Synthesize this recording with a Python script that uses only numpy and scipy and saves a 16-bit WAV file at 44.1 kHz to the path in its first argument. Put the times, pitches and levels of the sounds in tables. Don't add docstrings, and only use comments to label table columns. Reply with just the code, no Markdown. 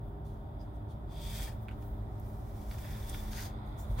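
import sys
import numpy as np
from scipy import signal
from scipy.fft import rfft, irfft, next_fast_len
from scipy.io import wavfile
from scipy.ndimage import map_coordinates

SR = 44100
rng = np.random.default_rng(int(sys.argv[2]) if len(sys.argv) > 2 else 0)


def digitize_waveform(pressure):
    field = np.atleast_2d(pressure).T
    bounded = np.clip(field, -1, 1)
    quanta = np.round(bounded * 32767).astype(np.int16)
    wavfile.write(sys.argv[1], SR, quanta)


N = 176400

# (frequency [Hz], likeness [-1 to 1])
STRAP_LIKENESS = [(500, 0.3), (1200, 0.076), (2200, 0.95), (3400, 0.37), (5000, 0.47), (8500, 0.13),
                  (15000, 0.085)]
# (frequency [Hz], left minus right [dB])
STRAP_BALANCE = [(380, 4), (550, 18), (790, 9), (1140, -5.5), (1650, 1.5), (2380, -3), (3440, 0.5),
                 (4970, 3.5), (7180, 3), (10400, -2), (15000, -1)]


def amp(db):
    return 10 ** (np.asarray(db) / 20)


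def unit(x):
    return x / np.sqrt(np.mean(x ** 2) + 1e-20)


def along(points, hz):
    frequencies, values = np.transpose(points)
    return np.interp(np.log(hz + 1), np.log(frequencies + 1), values)


def clock():
    return np.arange(N) / SR


def curves(rows):
    times, *columns = np.transpose(rows)
    return [np.interp(clock(), times, column) for column in columns]


def wobble(rate):
    return map_coordinates(rng.standard_normal(int(N * rate / SR) + 4), [clock() * rate])


def filtered(x, response):
    size = next_fast_len(N + 8192)
    return irfft(rfft(x, size) * response(np.fft.rfftfreq(size, 1 / SR)), size)[..., :N]


def white():
    return rng.standard_normal((2, N))


def stereo(pair, spectrum, likeness=STRAP_LIKENESS, balance=STRAP_BALANCE):
    def colour(hz):
        angle = np.arccos(np.clip(along(likeness, hz), -1, 1)) / 2
        return amp(along(spectrum, hz)) * [np.cos(angle), np.sin(angle)]
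    mid, side = filtered(pair, colour)
    ears = np.array([mid + side, mid - side])
    return unit(filtered(ears, lambda hz: amp(np.outer([.5, -.5], along(balance, hz)))))


def sine(hz):
    return unit(np.sin(2 * np.pi * (rng.random() + np.cumsum(hz) / SR)))


def burst(source, peak_s, rise_s, fade_s, colour):
    start = max(int((peak_s - rise_s) * SR), 0)
    piece = source[:, start:start + SR // 2]
    size = piece.shape[1]
    piece = unit(irfft(rfft(piece) * colour(np.fft.rfftfreq(size, 1 / SR)), size))
    t = (start + np.arange(size)) / SR - peak_s
    out = np.zeros((2, N))
    out[:, start:start + size] = piece * np.clip(1 + t / rise_s, 0, 1) * np.exp(-np.maximum(t, 0) / fade_s)
    return out


def treble_tilt(hz, db_per_octave):
    return amp(db_per_octave * np.log2(np.maximum(hz, 3000)))


def room_tone(waver_hz=1.52, waver_db=3):
    # (frequency [Hz], relative level [dB])
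    vent_colour = [(20, -24), (27, -20), (38, -3), (59, 0.5), (76, -4), (109, -3), (155, -10), (181, -19.5),
                   (205, -17), (274, -16.5), (394, -18), (440, -25), (507, -26.5), (590, -17.5),
                   (670, -20.5), (760, -17), (840, -24), (920, -23.5), (1020, -26), (1380, -32.5),
                   (2000, -48.5), (2750, -54), (3200, -47), (3500, -54), (3950, -58), (4800, -67),
                   (7200, -68), (9000, -62.5), (15600, -54)]
    traffic_colour = [(20, -36), (30, -23), (42, 5.5), (55, 7), (80, -5), (112, 3.5), (140, -19.5),
                      (200, -18.5), (400, -54)]
    wash_colour = [(200, 0), (600, 1), (900, 6.5), (1400, -2), (1650, -13.5), (2000, -7.5), (2850, -24),
                   (3300, -23), (3680, -12), (4100, -16), (4500, -27), (8000, -52)]
    # (time [s], level [dB])
    traffic_levels = [(0, -52.5), (.9, -51.5), (1.3, -42.5), (2.2, -43.5), (2.55, -48.5), (2.9, -43.5),
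                      (3.7, -47), (4, -35)]
    wash_levels = [(0, -73), (1.2, -63), (2.4, -61.5), (3.1, -57), (3.55, -53.5), (3.95, -55), (4, -44)]
    # (pitch [Hz], relative level [dB])
    hum_tones = [(48.4, -48.5), (107.5, -48), (301.5, -62.5), (404.5, -60.5), (588, -66.5), (635.2, -69),
                 (924, -67)]
    # (frequency [Hz], likeness [-1 to 1])
    likeness = [(60, .99), (120, 0.97), (250, 0.57), (450, 0.75), (700, 0.069), (1200, -0.43),
                (2400, 0.0049), (3500, -0.55), (8000, -0.13)]
    # (frequency [Hz], left minus right [dB])
    balance = [(140, -0.5), (210, -7.5), (330, -1.5), (500, -3), (770, 2), (1170, -0.5), (1790, -10),
               (2740, -2.5), (4190, -4), (6400, 4), (10000, -3), (15000, -2)]
    hum = sum(amp(db + waver_db * wobble(3.9)) * sine(hz + waver_hz * wobble(6)) for hz, db in hum_tones)
    vent = amp(-43.5) * stereo(white(), vent_colour, likeness, balance)
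    traffic = amp(curves(traffic_levels)[0]) * stereo(white(), traffic_colour, likeness, balance)
    wash = amp(curves(wash_levels)[0]) * stereo(white(), wash_colour, likeness, balance)
    return vent + amp(-3.5) * hum + traffic + wash


def engine():
    # (time [s], pitch [Hz], level [dB])
    climb = [(2.3, 29, -80), (2.6, 30.9, -50), (2.9, 33.05, -54), (3.22, 35.94, -36), (3.55, 40.25, -51.5),
             (3.8, 44.08, -43), (4, 46, -32)]
    # (multiple of the pitch, relative level [dB])
    tones = [(1, 0.5), (1.5, -20), (2, -22), (3, -11)]
    hz, db = curves(climb)
    cycles = np.cumsum(hz) / SR
    loudness = amp(db + wobble(8.1))
    return loudness * sum(amp(tone_db) * np.sin(2 * np.pi * (multiple * cycles + rng.random()))
                          for multiple, tone_db in tones)


def machinery(throb_hz=3.063, throb_peak_s=2.63, throb_depth=0.33):
    # (time [s], pitch [Hz], average level [dB])
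    drone = [(0, 213.3, -59), (1.1, 210.5, -58.5), (1.4, 210.9, -55), (2.8, 210.7, -55.5),
             (3.3, 211.5, -53.5), (4, 212.4, -53.5)]
    drift = [(0, 147.3, -51), (.35, 149.8, -50), (.7, 156, -63.5), (1.3, 161.8, -56.5), (1.8, 164.8, -70)]

    def unsteady_tone(path):
        hz, db = curves(path)
        return amp(db + wobble(4.95)) * sine(hz + wobble(5.95))
    throb = 1 + throb_depth * np.cos(2 * np.pi * throb_hz * (clock() - throb_peak_s))
    return throb * unsteady_tone(drone) + unsteady_tone(drift)


def wall_echo(x):
    # (frequency [Hz], time to fall 60 dB [s])
    ring_times = [(300, 0.42), (2000, 0.14), (12000, 0.085)]
    hz, t, noise = signal.stft(rng.standard_normal((2, SR // 2)), SR, nperseg=256)
    fading = amp(-60 * t / along(ring_times, hz)[:, None])
    echo = signal.istft(noise * fading, SR, nperseg=256)[1]
    echo = np.pad(echo, ((0, 0), (SR // 200, 0)))
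    return signal.fftconvolve(x, echo / np.linalg.norm(echo[0]), axes=1)[:, :N]


def desk_bounce(x, delay_s=0.00216, level_db=-25.5):
    return filtered(x, lambda hz: 1 + amp(level_db) * np.exp(-2j * np.pi * hz * delay_s))


def friction(spectrum, slips_per_s=1800, spread_db=2, slip_share=0.33):
    sizes = amp(np.minimum(spread_db * rng.standard_normal(N), 6))
    slips = (rng.random(N) < slips_per_s / SR) * sizes * rng.uniform(-1.06, 1, (2, N))
    return stereo(np.sqrt(slip_share) * unit(slips) + np.sqrt(1 - slip_share) * white(), spectrum)


def catches(per_s=600, spread_db=2.5):
    sizes = amp(np.minimum(spread_db * rng.standard_normal(N), 7))
    return unit((rng.random(N) < per_s / SR) * sizes * np.sign(white()))


def brushes():
    # (time [s], level [dB], rise [s], fade [s], treble tilt [dB per octave])
    touches = [(.09, -70, 0.12, 0.045, 8), (.257, -68.5, 0.016, 0.1, -4.5), (.617, -72, 0.025, 0.042, -5),
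               (.76, -74, 0.044, 0.032, -2), (.912, -67, 0.037, 0.025, -6), (1.53, -60, .02, .04, 10),
               (1.63, -59, .03, .02, 12), (1.72, -70, 0.016, 0.025, -13), (1.825, -70.5, 0.029, 0.036, -6),
               (1.87, -58.5, 0.15, .1, 16), (2.27, -63.5, 0.053, 0.15, 4.5),
               (3.662, -67.5, 0.0088, 0.079, 1), (3.8, -55.5, 0.035, 0.046, 2),
               (3.93, -62.5, 0.059, 0.091, 1), (3.992, -54, 0.024, 0.043, -8)]
    # (frequency [Hz], relative level [dB])
    colour = [(1500, -27), (2800, -8), (3400, 4.5), (4100, 0), (4900, -2.5), (5700, -1), (6600, 2),
              (7500, -4), (8800, 4.5), (11000, 2.5), (15500, 6)]
    rub = friction(colour)
    return sum(amp(db) * burst(rub, time, rise, fade, lambda hz: treble_tilt(hz, tilt))
               for time, db, rise, fade, tilt in touches)


def squeaks():
    # (time [s], level [dB], rise [s], fade [s], pitch [Hz], peak over the hiss [dB],
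    # half width of the peak [share of the pitch], treble tilt [dB per octave])
    events = [(0.614, -66.5, 0.024, 0.0084, 4910, 29, .035, -2),
              (2.199, -54, 0.0036, .005, 12600, 10, .06, 17), (3.097, -41, 0.0067, 0.005, 8700, 7, .035, 9),
              (3.803, -60.5, 0.031, 0.029, 7200, 11, 0.12, 4)]
    # (frequency [Hz], relative level [dB])
    colour = [(2500, -33), (3500, -6), (4500, -3.5), (5600, 9.5), (7400, 4.5), (11000, -2), (15000, -6.5)]
    hiss, out = friction(colour), np.zeros((2, N))
    for time, db, rise, fade, pitch, peak_db, width, tilt in events:
        peak = lambda hz: 1 + amp(peak_db) / (1 + ((hz / pitch - 1) / width) ** 2)
        out += amp(db) * burst(hiss, time, rise, fade, lambda hz: treble_tilt(hz, tilt) * peak(hz))
    return out


def slaps(rise_s=0.0002, leak_db=-24):
    # (time [s], level [dB], fade [s], dull above [Hz])
    hits = [(1.684, -46.5, 0.0033, 3300), (1.711, -54.5, 0.009, 3020), (1.8237, -59, 0.004, 6000),
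            (2.7135, -49, 0.003, 4570), (2.724, -51, 0.0033, 3400), (2.784, -50, 0.005, 6000),
            (3.145, -48, 0.0059, 5200), (3.333, -42, 0.0013, 6770), (1.4215, -44, .0025, 9000),
            (3.985, -53.5, 0.033, 2940)]
    # (frequency [Hz], relative level [dB])
    colour = [(250, -9), (700, -36), (1200, 7), (1700, 0.5), (2200, -2), (2800, 0), (3500, -4), (4100, -12),
              (4800, -9), (7000, 5), (15000, 4)]
    hiss, out = stereo(np.sign(white()), colour), np.zeros((2, N))
    for time, db, fade, dull_hz in hits:
        muffle = lambda hz: amp(leak_db) + 1 / (1 + (hz / dull_hz) ** 8)
        out += amp(db) * burst(hiss, time, rise_s, fade, muffle)
    return out


def smacks(attack_s=0.00017, scatter_db=3.5):
    # (time [s], level [dB], left minus right [dB], dull above [Hz])
    hits = [(1.685, -41, -6, 3170), (1.6906, -50.5, -4, 4140), (2.7124, -47, -2, 5440),
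            (2.744, -49, -2, 2720), (3.1448, -39, -4, 2300), (3.332, -55, 1, 7000)]
    # (pitch [Hz], relative level [dB], time to fall 60 dB [s])
    tones = [(1130, -11, 0.019), (1480, -2.5, 0.017), (1730, -5, 0.013), (2210, 2.5, 0.0099),
             (3020, -4, .011), (3450, -3, 0.014), (4560, 6.5, 0.0055)]
    out, t = np.zeros((2, N)), np.arange(SR // 10) / SR
    attack = 1 - np.exp(-t / attack_s)
    for time, level_db, pan_db, dull_hz in hits:
        ring = np.zeros(len(t))
        for hz, db, ring_s in tones:
            fading = amp(db + rng.normal(0, scatter_db) - 60 * t / ring_s)
            muffle = 1 / (1 + (hz / dull_hz) ** 8)
            ring += fading * muffle * np.sin(2 * np.pi * (hz * t + rng.random()))
        ears = amp(level_db + pan_db * np.array([[.5], [-.5]]))
        start = round(time * SR)
        out[:, start:start + len(t)] += ears * ring * attack
    return out


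def creak():
    # (time [s], level [dB])
    levels = [(1.15, -85), (1.3, -67), (1.41, -57), (1.44, -74), (1.48, -55), (1.53, -78), (2.78, -87),
              (2.85, -58), (2.93, -63), (3.02, -66), (3.33, -71), (3.385, -52), (3.52, -91)]
    # (centre [Hz], width [Hz], relative level [dB])
    bands = [(1530, 240, -10), (1810, 390, 6), (2280, 320, -5), (5070, 590, -5)]
    jerks = stereo(catches(), spectrum=[(900, -27), (1400, 1), (5200, -1), (7000, -33)])
    ring = np.zeros((2, N))
    for centre, width, db in bands:
        resonance = lambda hz: 1j * hz * width / (centre ** 2 - hz ** 2 + 1j * hz * width)
        ring += amp(db) * unit(filtered(jerks, resonance))
    return amp(curves(levels)[0]) * unit(ring)


def rasp(flutter_db=1.0):
    # (time [s], level [dB])
    levels = [(.33, -82), (.55, -78.5), (1.07, -80.5), (1.13, -64.5), (1.22, -57), (1.41, -54.5),
              (1.46, -62), (1.55, -77.5), (2.5, -82.5), (2.8, -69), (2.95, -60.5), (3.03, -64.5),
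              (3.14, -54.5), (3.22, -67), (3.3, -64), (3.55, -70.5)]
    # (frequency [Hz], relative level [dB])
    colour = [(2300, -19), (3000, -11.5), (3250, 0), (3500, 7.5), (3800, -4), (4250, -16), (4700, -6.5),
              (5100, -10.5), (5600, -24), (7300, -37), (8600, -10.5), (9700, -41)]
    loudness = amp(curves(levels)[0] + flutter_db * wobble(45))
    return loudness * stereo(catches() + 0.62 * white(), colour)


def drag(pull, edge_s=0.034, judder_db=1.08):
    inside_s = np.minimum(clock() - pull[0][0], pull[-1][0] - clock())
    moving = np.clip(inside_s / edge_s + .5, 0, 1)
    return moving * amp(curves(pull)[0] + judder_db * wobble(70))


def follow_speed(hiss, strength, treble_hz=5500, treble_growth=0.26):
    treble = filtered(hiss, lambda hz: 1 - 1 / (1 + (hz / treble_hz) ** 4))
    treble_gain = amp(1.5) * (strength / strength.max()) ** treble_growth
    return strength * (hiss + treble * (treble_gain - 1))


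def pulls(tail_s=3.32, tail_fade_s=0.018, scrape_lag_s=0.041):
    # (time [s], relative level [dB])
    first_pull = [(1.07, -82), (1.112, -67.5), (1.2, -59), (1.294, -54), (1.42, -49), (1.492, -57),
                  (1.548, -77), (1.6, -87)]
    long_pull = [(2.1, -81), (2.2, -74.5), (2.45, -71), (2.6, -65), (2.69, -63), (2.72, -59), (2.82, -59.5),
                 (2.88, -58.5), (3.04, -58.5), (3.15, -55), (3.298, -60), (3.386, -52), (3.425, -52.5),
                 (3.472, -59), (3.512, -80), (3.6, -96)]
    # (frequency [Hz], relative level [dB])
    first_colour = [(760, -39), (1300, -9), (1500, -21), (1850, -7), (2160, -6.5), (2330, -3.5),
                    (2930, -14), (3250, 1.5), (3420, -5.5), (4040, -9.5), (4820, -3.5), (5400, -10),
                    (6250, -7), (7230, -12), (7850, -6.5), (8900, -8), (10200, -11), (15600, -7.5)]
    long_colour = [(760, -34), (1300, -15), (1440, -10), (1570, -7), (1850, -5), (2010, -10), (2350, -4.5),
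                   (2500, -14), (2890, -11), (3380, -8), (3750, -8.5), (4250, -11), (4900, -7.5),
                   (5450, -6.5), (7380, -10.5), (8710, -9), (9870, -9.5), (15600, -5)]
    tail_colour = [(760, -47), (1300, -15), (1380, -13), (1600, -2.5), (1850, -12), (1970, -8),
                   (2990, -15.5), (3420, -7.5), (4210, -10), (4770, -6), (5570, -12), (6380, -6.5),
                   (7460, -16.5), (8990, -12), (9770, -16.5), (11800, -12), (15600, -12.5)]
    scrape_colour = [(200, -46), (500, -3), (900, 3), (1800, -12), (2600, -10), (5000, -16)]
    first, long = drag(first_pull), drag(long_pull)
    tail_share = np.clip((clock() - tail_s) / tail_fade_s + .5, 0, 1)
    first_hiss = amp(3) * follow_speed(friction(first_colour), first)
    long_hiss = amp(3.5) * long * np.sqrt(1 - tail_share) * friction(long_colour)
    tail_hiss = amp(6) * long * np.sqrt(tail_share) * friction(tail_colour)
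    late_drag = np.interp(clock() - scrape_lag_s, clock(), first + long)
    scrape = amp(-5.5) * late_drag * friction(scrape_colour)
    return first_hiss + long_hiss + tail_hiss + scrape


def scene():
    strap = desk_bounce(pulls() + rasp() + creak() + brushes() + squeaks() + slaps() + smacks())
    return strap + amp(-7) * wall_echo(strap) + room_tone() + engine() + machinery()


def record(dry):
    top_hz = 15850
    return filtered(dry, lambda hz: hz < top_hz)


dry = scene()
out = record(dry)
digitize_waveform(out)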